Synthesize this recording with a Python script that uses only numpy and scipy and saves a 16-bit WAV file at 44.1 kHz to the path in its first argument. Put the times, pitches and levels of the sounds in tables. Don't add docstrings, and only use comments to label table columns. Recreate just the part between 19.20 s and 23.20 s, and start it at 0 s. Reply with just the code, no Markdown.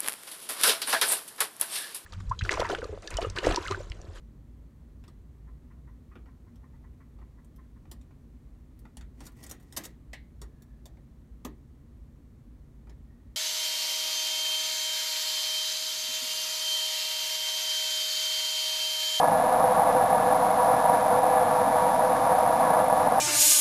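import sys
import numpy as np
from scipy import signal
from scipy.fft import rfft, irfft
from scipy.io import wavfile

SR = 44100
rng = np.random.default_rng(int(sys.argv[2]) if len(sys.argv) > 2 else 0)


def to_wav(sig):
    pcm = np.clip(np.atleast_2d(sig), -1, 1) * 32767
    pcm = np.round(pcm).astype(np.int16)
    wavfile.write(sys.argv[1], SR, pcm.T)


N = 176400


def small_collapses():
    # (time [s], relative level [dB])
    simmer = [(0, 2.5), (.07, -1.5), (.33, -0.5), (.435, -1.5), (.5, -0.4), (.65, -0.5), (.77, -0.5),
              (1.45, -1), (1.53, 1.5), (1.6, -1), (1.74, 1.5), (1.83, -3), (1.95, 1), (2.01, -2),
              (2.15, -0.7), (2.72, -1), (3.05, 0), (3.3, -1), (3.59, 1.5), (3.66, -3), (3.79, -0.8),
              (3.85, 0.5), (3.93, -1), (4.0, 0.5)]
    bubbles_per_s, size_spread_db = 3000, 2
    times, levels_db = np.transpose(simmer)
    vigour = from_db(np.interp(np.arange(N) / SR, times, levels_db))
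    collapses = rng.random(N) < bubbles_per_s / SR
    sizes = from_db(size_spread_db * np.minimum(rng.exponential(1, N), 3))
    polarity = rng.choice([-1, 1], N)
    return from_db(-21) * rms_one(collapses * sizes * polarity * vigour)


def large_collapses():
    # (time [s], relative level [dB])
    bumps = [(.083, 6.5), (.119, 7), (.405, 10.5), (.441, 9.5), (.596, 8), (.646, -1), (.691, 2), (.766, 1),
             (1.483, 1), (1.911, 3.5), (1.955, 2), (2.312, 8), (3.569, -1), (3.699, 6), (3.726, 4.5),
             (3.873, 7.5), (3.923, 6.5)]
    clicks = np.zeros(N)
    for time, level_db in bumps:
        clicks[int(time * SR)] += from_db(level_db)
    soften = signal.butter(2, 1220, fs=SR, output="sos")
    return signal.sosfilt(soften, clicks + 1e-18)


def pot_response(hz):
    # (frequency [Hz], relative level [dB])
    water = [(45, -38), (100, -20.5), (170, -15), (305, -15), (350, -23.5), (402, -32), (450, -16),
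             (555, -14), (610, -6.5), (700, -1.5), (790, 0), (855, -7.5), (1050, -12), (1300, -22),
             (1620, -23.5), (1820, -27.5), (2250, -35.5), (3000, -42.5), (5000, -50.5)]
    # (frequency [Hz], width [Hz], lift [dB])
    pot_modes = [(192, 8.1, 1.5), (264, 18, 2.5), (505, 41.8, 16.5), (628.2, 29, 4.5), (887, 26, 1),
                 (954.4, 55, 9), (1123, 50, 7), (1217, 66, 6.5), (1371, 104, 4.5), (1529, 53, 3.5),
                 (1705, 53, 11), (1960, 45, 2), (2167, 41, 8.5), (2330, 28, 9.5)]
    body_db = colour_db(water, hz)
    for centre, width, lift_db in pot_modes:
        body_db += lift_db * 2 ** -(2 * (hz - centre) / width) ** 2
    rms_gain = np.sqrt(np.mean(from_db(body_db) ** 2))
    return minimum_phase(body_db) / rms_gain


def camera_noise(hz, hiss_db=-45):
    # (frequency [Hz], relative level [dB])
    hiss = [(20, -6), (60, 7), (400, -7.5), (2000, 5), (2950, -2.5), (3750, 2.5), (4600, -1.5), (5400, -1)]
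    # (frequency [Hz], width [Hz], level [dB])
    tones = [(27.5, 2.5, -56), (3465, 6, -64)]
    in_band = hz < SR / 8
    spectrum = rfft(rng.standard_normal(N)) * from_db(colour_db(hiss, hz)) * in_band
    bed = from_db(hiss_db) * rms_one(irfft(spectrum, N))
    for centre, width, level_db in tones:
        phase = 2 * np.pi * centre * np.arange(N) / SR
        wander = np.cumsum(rng.standard_normal(N)) * np.sqrt(np.pi * width / SR)
        bed += from_db(level_db) * np.sqrt(2) * np.sin(phase + wander)
    return bed


def from_db(db):
    return 10 ** (np.asarray(db) / 20)


def rms_one(x):
    return x / np.sqrt(np.mean(x ** 2) + 1e-20)


def colour_db(points, hz):
    frequencies, levels_db = np.transpose(points)
    return np.interp(np.log(hz + 1), np.log(frequencies), levels_db)


def minimum_phase(db):
    cepstrum = irfft(np.log(from_db(db)))
    half = len(cepstrum) // 2
    cepstrum[1:half] *= 2
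    cepstrum[half + 1:] = 0
    return np.exp(rfft(cepstrum))


def scene():
    hz = np.arange(N // 2 + 1) * SR / N
    collapses = small_collapses() + large_collapses()
    rumble = irfft(rfft(collapses) * pot_response(hz), N)
    return (rumble + camera_noise(hz))[None]


def record(dry):
    hold_samples, roll_off_hz, cutoff_hz = 4, 11650, 12705
    stepped = np.repeat(dry[:, ::hold_samples], hold_samples, axis=1)[:, :N]
    roll_off = signal.butter(12, roll_off_hz, fs=SR, output="sos")
    brick_wall = signal.ellip(10, .1, 90, cutoff_hz, fs=SR, output="sos")
    return signal.sosfilt(brick_wall, signal.sosfilt(roll_off, stepped))


dry = scene()
out = record(dry)
to_wav(out)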